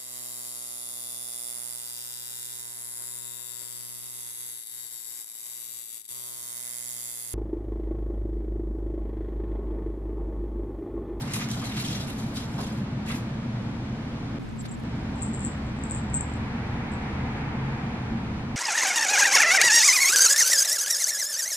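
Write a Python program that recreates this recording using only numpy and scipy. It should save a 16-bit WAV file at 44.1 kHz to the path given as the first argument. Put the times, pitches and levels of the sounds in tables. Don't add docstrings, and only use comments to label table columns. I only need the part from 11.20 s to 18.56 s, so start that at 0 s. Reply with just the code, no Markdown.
import sys
import numpy as np
from scipy import signal
from scipy.fft import rfft, irfft, next_fast_len
from scipy.io import wavfile
from scipy.ndimage import uniform_filter1d, map_coordinates

SR = 44100
rng = np.random.default_rng(int(sys.argv[2]) if len(sys.argv) > 2 else 0)


def pcm_store(signal):
    levels = np.round(np.clip(np.atleast_2d(signal), -1, 1) * 32767)
    wavfile.write(sys.argv[1], SR, levels.astype(np.int16).T)


N = 324576

# (contact [s], slide length [s], level [dB], treble re hiss [dB], scrape re hiss [dB])
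SCUFFS = [(0, 0.021, -47.5, 2.5, -16), (0.069, 0.059, -46, -8, 1.5), (0.127, 0.031, -39, 4, -6),
          (0.18, 0.05, -43, -15, -3.5), (0.288, 0.036, -43, -3, -18), (0.348, 0.089, -48, -4, -27),
          (0.43, 0.06, -43.5, -6, -5), (0.49, 0.069, -46, -6, 0), (0.56, 0.026, -39.5, -1.5, -7.5),
          (0.581, 0.034, -39.5, 0.5, -7), (0.637, 0.046, -40, -3, -10), (.695, 0.064, -39, -9, -8),
          (0.777, 0.033, -42, -2.5, -9.5), (0.864, 0.04, -47, 1, -3), (0.975, 0.038, -49.5, 1.5, -27),
          (1.138, 0.02, -47, 2, -15), (1.155, 0.047, -44, -4, -9), (1.374, 0.025, -46, -2, -13),
          (1.402, 0.033, -46, -3, -13), (1.854, 0.022, -49, -4, -3), (1.873, 0.046, -47, -1.5, 3.5),
          (1.929, 0.022, -48, 6, -9)]
# (time [s], level [dB])
EDGE_TICKS = [(0.121, -31), (0.136, -20), (0.141, -21), (0.1574, -34), (0.2094, -40), (0.229, -34),
              (0.288, -31), (0.3136, -23), (0.4174, -37), (0.4476, -29), (0.5656, -41), (0.6615, -32),
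              (0.7084, -38), (0.8719, -37), (0.99, -35), (1.3882, -40), (1.9, -38)]
# (time [s], level [dB], hardness [0-1], press [s])
KNOCKS = [(0.158, -22, 0.5, 0.0091), (.208, -26, 1, 0.011), (.225, -30, 1, .006), (0.191, -30, 1, 0.0097),
          (.279, -27, 0.3, .002), (.363, -25, 0.17, 0.014), (.417, -24, 0.45, 0.024),
          (0.5654, -29, 1, .002), (0.5737, -26, 1, 0.0054), (0.592, -29, 0.9, 0.0093),
          (1.3855, -19, 0, 0.0056), (1.392, -20, 0.1, 0.0072), (1.402, -23, 0, .006),
          (1.412, -25.5, 0, 0.0045), (1.9, -21.5, .9, 0.001), (1.905, -21, 0.75, 0.006),
          (1.93, -29, .8, .006), (1.941, -27.5, 0.8, .006), (1.959, -26, 0.4, 0.0032)]
# (frequency [Hz], width [Hz], level [dB])
BOARD_MODES = [(353, 90, 5), (707, 110, 7), (1014, 310, -0.5), (1130, 290, 2), (1740, 800, 2),
               (2440, 1260, 0)]
# (frequency [Hz], relative level [dB per Hz])
FELT_COLOUR = [(1200, -43), (2400, -18), (3180, -0.5), (3850, -4), (5500, -4), (8050, -8), (9200, -10.5),
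               (10600, -7.5), (12000, -9.5), (13200, -20), (15500, -55)]
# (frequency [Hz], relative level [dB per Hz])
SCRAPE_COLOUR = [(600, -48), (1000, -4), (1600, 4.5), (2200, 6), (2800, 2.5), (3600, -37)]
# (time [s], strike level [dB], loss at each rebound [dB], lasting tone under strike [dB])
JOLTS = [(3.958, -44, 12, 14), (3.979, -46, 10, 22), (3.991, -41, 14, 30), (4.0095, -40, 17, 30),
         (4.0185, -30, 15, 30), (4.0232, -22, 25, 30), (4.03, -22.5, 6, 22), (4.0628, -35, 0.5, 25),
         (4.1336, -33, 10, 30), (4.1401, -27, 25, 30), (4.1465, -28.5, 5, 24), (4.193, -31, 3, 25),
         (4.206, -29, 9, 18), (4.218, -40, -2.5, 25), (4.239, -34, 12, 30), (4.2487, -21.5, 5, 23),
         (4.264, -27, 3, 25), (4.2967, -39, 10, 25), (4.466, -47, 8, 20), (4.565, -48, 5, 20),
         (4.59, -47, 5, 20), (4.615, -47, 5, 20), (4.637, -27, 14, 23), (4.698, -30, 17, 30),
         (4.71, -22, 16, 26), (4.7169, -22.5, 5, 28), (4.748, -23, 12, 26), (4.761, -26, 6, 25),
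         (4.9003, -42, 8, 21), (4.935, -32, 15, 30), (4.942, -15.5, 20, 15), (4.9476, -17, 6, 25),
         (4.9746, -25, 15, 26), (5.0084, -19.5, 17, 33), (5.126, -43, 13, 30), (5.1366, -37, 15, 25),
         (5.7183, -39.5, 2, 24)]
# (frequency [Hz], mean level [dB], t60 [s])
BELL_PARTIALS = [(7626, 2, 0.014), (7800, -8, 0.012), (7470, -6.5, 0.013), (8090, -13.5, 0.015)]
# (centre time [s], length [s], level before shaping [dB], centre [Hz], width [Hz])
SWELLS = [(3.24, 0.044, -69, 7600, 300), (3.293, .035, -63, 7600, 300), (3.373, .03, -70, 9000, 6000),
          (3.404, 0.057, -49, 7530, 500), (3.428, 0.045, -65, 11500, 1200), (3.413, .012, -53, 5000, 4000),
          (3.447, .015, -57, 3500, 2500), (3.459, 0.028, -50.5, 4040, 2000),
          (3.457, .02, -47.5, 1900, 1300), (3.46, 0.037, -56.5, 8950, 7040), (3.492, 0.028, -51, 7300, 350),
          (3.52, 0.038, -47.5, 7660, 400), (3.545, .035, -55, 7500, 300), (3.6, .02, -64, 9000, 6000)]
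# (frequency [Hz], t60 [s])
ROOM_DECAY = [(300, 0.46), (3000, 0.28), (8000, 0.3), (14000, 0.18)]
# (frequency [Hz], level [dB])
PAIR_WIDTH = [(40, -51), (90, -48), (200, -23.5), (380, -7), (700, -7.5), (1290, -2.5), (2380, 1.5),
              (4400, 4), (8120, 6), (15000, 10)]
# (frequency [Hz], level [dB])
SPREAD_WIDTH = [(60, -14), (110, -11), (200, -3.5), (380, 1), (700, 0), (1290, -0.5), (2380, -0.5),
                (4400, 0), (8120, -1), (15000, -3)]
# (frequency [Hz], gain [dB])
SPREAD_LIFT = [(100, -5), (800, -5.5), (3000, -2.5), (8000, 0.5), (14000, 8)]
# (time [s], level [dB])
TRAFFIC_LEVEL = [(0, -48), (1.5, -49), (2.9, -49.5), (4.6, -45), (5.5, -41), (6.1, -39.5), (6.5, -40),
                 (7.36, -45.5)]
# (frequency [Hz], relative level [dB per Hz])
TRAFFIC_COLOUR = [(200, -30), (450, -2), (600, -14.5), (760, -0.5), (860, -2), (950, -2), (1100, -8),
                  (1700, -9), (2350, -11), (2800, -20), (5000, -37), (9000, -120)]
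# (time [s], pitch [Hz], level [dB])
ENGINES = [
    [(3.75, 49, -52), (4.1, 53.2, -48), (4.45, 56.2, -55), (4.52, 63.4, -56), (4.64, 67.8, -43),
     (5, 71.5, -40), (5.33, 76.7, -44), (5.45, 76.6, -58), (5.7, 79.2, -46), (6, 82, -35), (6.15, 82, -41)],
    [(6.25, 129, -41), (6.4, 130.7, -33), (6.55, 137.6, -30.5), (6.68, 142, -42)],
]
# (frequency [Hz], relative level [dB per Hz])
DRONE_COLOUR = [(40, -120), (70, -44), (97, -7), (128, 0.5), (172, -7), (183, -4), (235, 0.5), (255, -11.5),
                (275, -2), (297, -19.5), (315, -10), (368, -24.5), (500, -32.5), (900, -120)]
# (frequency [Hz], relative level [dB per Hz])
RUMBLE_COLOUR = [(8, -33), (15, -5.5), (43, -1), (70, 4), (95, 2.5), (140, -58), (300, -120)]
# (frequency [Hz], relative level [dB per Hz])
HUSH_COLOUR = [(150, -57), (300, 3), (420, 0.5), (670, -0.5), (800, -5), (1200, -5.5), (2000, -13.5),
               (3800, -18.5), (6000, -27), (10900, -41.5), (13700, -50), (15500, -83)]

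SCUFF_ATTACK_S, SAG_DB_PER_S, LIFT_DB_PER_S = 0.0097, 19, 249
BRIGHTEN_DB_PER_S, LIGHTEN_DB_PER_S = 5, 4
DRAG_DB, DRAG_UNTIL_S = -56, 1.58
CATCH_HZ, CATCH_WIDTH_HZ, CATCH_GAIN = 3980, 560, 1.94
KNOCK_T60_S, IMPACT_DB = 0.025, 20
REBOUND_S = 0.0057
ROLL_START_S, ROLL_END_S, ROLL_DB = 3.6, 4.7, -52
TONE_HZ, TONE_HOLD_S, TONE_T60_S = 7570, 0.033, 0.04
TICK_DB, TICK_T60_S = -27, 0.003
BELL_TOP_HZ = 12500
SCATTER_S = 0.004
SPREAD_START_S, SPREAD_END_S = 3.188, 3.637
RUMBLE_DB, RUMBLE_RISE_DB_PER_S = -44, 0.87
DRONE_DB, DRONE_RISE_DB_PER_S, HUSH_DB = -33, 0.217, -44.5
HUM_HZ, HUM_DB = 118.3, -43
TOP_HZ = 15700


def slippers():
    felt, bright, weight = strokes()
    grit = amp(2 * wobble(300) + 1.5 * wobble(90)) * patchy(depth_db=2.5)

    def felt_response(hz):
        catch = 1 + (CATCH_GAIN - 1) * resonance(hz, CATCH_HZ, CATCH_WIDTH_HZ)
        return amp(along(FELT_COLOUR, hz)) * catch

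    hiss = unit(filtered(grit, felt_response))
    treble = filtered(hiss, lambda hz: 1 / (1 + (7500 / (hz + 1)) ** 6))
    scrape = unit(filtered(grit, lambda hz: amp(along(SCRAPE_COLOUR, hz))))
    slide = felt * (hiss - treble) + bright * treble + weight * scrape
    return slide + heel_knocks(), edge_ticks()


def strokes():
    t, u = np.arange(N) / SR, np.arange(SR // 2) / SR
    drag_db = DRAG_DB - LIFT_DB_PER_S * np.maximum(t - DRAG_UNTIL_S, 0)
    power = np.outer([1, 1, 0.1], amp(2 * drag_db))
    for s, length, db, bright_db, weight_db in SCUFFS:
        fall_db = SAG_DB_PER_S * u + LIFT_DB_PER_S * np.maximum(u - length, 0)
        shape = np.clip(u / SCUFF_ATTACK_S, 0, 1) * amp(db - fall_db)
        treble_db = bright_db + BRIGHTEN_DB_PER_S * u
        scrape_db = weight_db - LIGHTEN_DB_PER_S * u
        layers = shape * amp([0 * u, treble_db, scrape_db])
        power[:, round(s * SR):][:, :len(u)] += layers ** 2
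    return np.sqrt(power)


def patchy(depth_db):
    z = signal.stft(rng.standard_normal(N + 256), nperseg=256)[2]
    field = uniform_filter1d(rng.standard_normal(z.shape), size=5, axis=0)
    field = uniform_filter1d(field, size=5, axis=1)
    return signal.istft(z * amp(depth_db * unit(field)), nperseg=256)[1][:N]


def heel_knocks():
    blows, t = np.zeros((2, N)), np.arange(SR // 10) / SR
    for s, db, hard, press in KNOCKS:
        hard = np.clip(hard, 0, 1)
        envelope = amp(db - 60 * np.maximum(t - press, 0) / KNOCK_T60_S) * (1 - np.exp(-t / 0.001))
        push = envelope * rng.standard_normal(len(t))
        push[0] = amp(db + IMPACT_DB)
        blows[:, round(s * SR):][:, :len(t)] += np.outer([1 - hard, hard], push)

    def wood(f, modes):
        return sum((-1) ** k * amp(db) * resonance(f, hz, width) for k, (hz, width, db) in enumerate(modes))

    def boards(f):
        low_and_high = np.array([wood(f, BOARD_MODES[:3]), wood(f, BOARD_MODES[3:])])
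        return low_and_high / (1 + (f / 4000) ** 4)

    return filtered(blows, boards).sum(axis=0)


def edge_ticks():
    ticks, t = np.zeros(N), np.arange(SR // 10) / SR
    for s, db in EDGE_TICKS:
        ticks[round(s * SR):][:len(t)] += amp(db - 60 * t / 0.012) * rng.standard_normal(len(t))
    return filtered(ticks, lambda f: resonance(f, 5600, 9000) / (1 + (f / 12500) ** 12))


def bell():
    out, t = np.zeros(N), np.arange(SR // 20) / SR
    for s, db in pellet_strikes():
        ring = np.zeros(len(t))
        for hz, level, t60 in BELL_PARTIALS:
            ring += amp(level + rng.normal(0, 1.7) - 60 * t / t60) * np.sin(2 * np.pi * hz * t)
        contact = amp(db + TICK_DB - 60 * t / TICK_T60_S) * np.diff(rng.standard_normal(len(t) + 1))
        out[round(s * SR):][:len(t)] += amp(db) * ring * (1 - np.exp(-t / 0.00055)) ** 2 + contact
    u = np.arange(SR // 4) / SR
    for s, db, _, under_db in JOLTS:
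        decay = amp(db - under_db - 60 * np.maximum(u - TONE_HOLD_S, 0) / TONE_T60_S)
        tone = decay * np.sin(2 * np.pi * (TONE_HZ + rng.normal(0, 12.6)) * u)
        out[round(s * SR):][:len(u)] += tone * (1 - np.exp(-u / 0.0037))
    return filtered(out, lambda hz: 1 / (1 + (hz / BELL_TOP_HZ) ** 12))


def pellet_strikes():
    flights = np.cumsum(REBOUND_S * rng.uniform(0.6, 1.9, size=(len(JOLTS), 4)), axis=1)
    strikes = []
    for (s, db, loss_db, _), lags in zip(JOLTS, flights):
        strikes += [(s + lag, db - loss_db * k) for k, lag in enumerate([0, *lags])]
    for when, soft in rng.random(size=(30, 2)):
        strikes.append((ROLL_START_S + (ROLL_END_S - ROLL_START_S) * when, ROLL_DB - 6 * soft))
    return strikes


def swells():
    out, f = np.zeros((2, N)), np.fft.rfftfreq(4096, 1 / SR)
    t = (np.arange(4096) - 2048) / SR
    for s, length, db, hz, width_hz in SWELLS:
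        response = resonance(f, hz, width_hz) ** 2 / (1 + (f / 13500) ** 12)
        band = irfft(rfft(rng.standard_normal((2, len(t)))) * response)
        shape = np.cos(np.pi * np.clip(t / length, -0.5, 0.5)) ** 2
        out[:, round((s + t[0]) * SR):][:, :len(t)] += amp(db) * unit(band) * shape
    return out * amp([[0], [3]])


def heard(x, direct_db, wet_db, wide_db, left, scatter):
    knots = np.arange(0, SR / 2, 150)
    turns = np.cumsum(SCATTER_S * rng.uniform(0, 2, size=len(knots))) * knots[1]
    share = np.clip(scatter, 0, 1)

    def furniture(hz):
        late = np.exp(-2j * np.pi * np.interp(hz, knots, turns))
        return np.sqrt(1 - share) + np.sqrt(share) * late

    direct = np.array([amp(direct_db) * x, filtered(x, furniture)])
    mid, side = direct + amp(wet_db) * room(x)
    return np.array([mid, filtered(side, lambda hz: (1j + left) * amp(along(PAIR_WIDTH, hz) + wide_db))])


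def room(x):
    hz, t, z = signal.stft(rng.standard_normal((2, SR // 2)), SR, nperseg=256)
    decay = amp(-60 * t / along(ROOM_DECAY, hz)[:, None])
    tail = signal.istft(z * decay, SR, nperseg=256)[1]
    late = np.pad(x, (150, 0))[None]
    return signal.fftconvolve(late, tail / np.linalg.norm(tail[0]), axes=1)[:, :N]


def background():
    traffic_db, = curves(TRAFFIC_LEVEL)
    t = np.arange(N) / SR
    air = amp(RUMBLE_DB + RUMBLE_RISE_DB_PER_S * t + 0.52 * wobble(1.5)) * coloured(RUMBLE_COLOUR)
    air += amp(DRONE_DB + DRONE_RISE_DB_PER_S * t + 0.1 * wobble(2.3)) * coloured(DRONE_COLOUR)
    air += amp(HUSH_DB + 0.55 * wobble(7.8)) * coloured(HUSH_COLOUR)
    air += amp(traffic_db) * coloured(TRAFFIC_COLOUR)
    air += tones()
    side = filtered(air[1], lambda hz: amp(along(PAIR_WIDTH, hz)))
    usual = np.array([air[0], side])

    def spread_response(hz):
        return amp(along(SPREAD_LIFT, hz) + [0 * hz, along(SPREAD_WIDTH, hz)])

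    wide = filtered(air[::2], spread_response)
    cut = np.clip((SPREAD_START_S - t) / 0.00072, 0, 1)
    usual_gain = np.where(t < SPREAD_END_S, cut, 1)
    wide_gain = np.clip((t - SPREAD_START_S) / 0.0072, 0, 1) * (t < SPREAD_END_S)
    return usual_gain * usual + wide_gain * wide


def tones():
    t = np.arange(N) / SR
    out = amp(HUM_DB + 0.82 * wobble(4.0)) * np.sin(2 * np.pi * HUM_HZ * t + 0.32 * wobble(3.11))
    for rows in ENGINES:
        hz, db = curves(rows)
        fade = np.clip(np.minimum(t - rows[0][0], rows[-1][0] - t) / 0.073, 0, 1)
        out += fade * amp(db + 0.8 * wobble(8)) * np.sin(2 * np.pi * np.cumsum(hz) / SR)
    return np.sqrt(2) * out


def coloured(spectrum):
    return unit(filtered(rng.standard_normal((3, N)), lambda hz: amp(along(spectrum, hz))))


def resonance(f, hz, width_hz):
    return 1j * f * width_hz / (hz * hz - f * f + 1j * f * width_hz)


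def filtered(x, response):
    m = next_fast_len(N + SR // 2)
    return irfft(rfft(x, m) * response(np.fft.rfftfreq(m, 1 / SR)), m)[..., :N]


def wobble(rate):
    knots = rng.standard_normal(int(N * rate / SR) + 4)
    return map_coordinates(knots, [np.arange(N) * rate / SR])


def curves(rows):
    s, *cols = np.transpose(rows)
    return [np.interp(np.arange(N) / SR, s, c) for c in cols]


def along(points, hz):
    f, v = np.transpose(points)
    return np.interp(np.log(hz + 1), np.log(f + 1), v)


def unit(x):
    return x / np.sqrt(np.mean(x ** 2) + 1e-20)


def amp(db):
    return 10 ** (np.asarray(db) / 20)


def scene():
    soles, ticks = slippers()
    feet = heard(soles, direct_db=-3.0, wet_db=-9.5, wide_db=-1.5, left=-0.05, scatter=0.78)
    feet += heard(ticks, direct_db=-5.5, wet_db=-5.5, wide_db=-4.5, left=-0.05, scatter=0)
    collar = heard(bell(), direct_db=-5.5, wet_db=-10.5, wide_db=-4.0, left=0.56, scatter=0)
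    mid, side = feet + collar + swells() + background()
    return np.array([mid + side, mid - side])


def record(dry):
    return filtered(dry, lambda hz: hz < TOP_HZ)


dry = scene()
out = record(dry)
pcm_store(out)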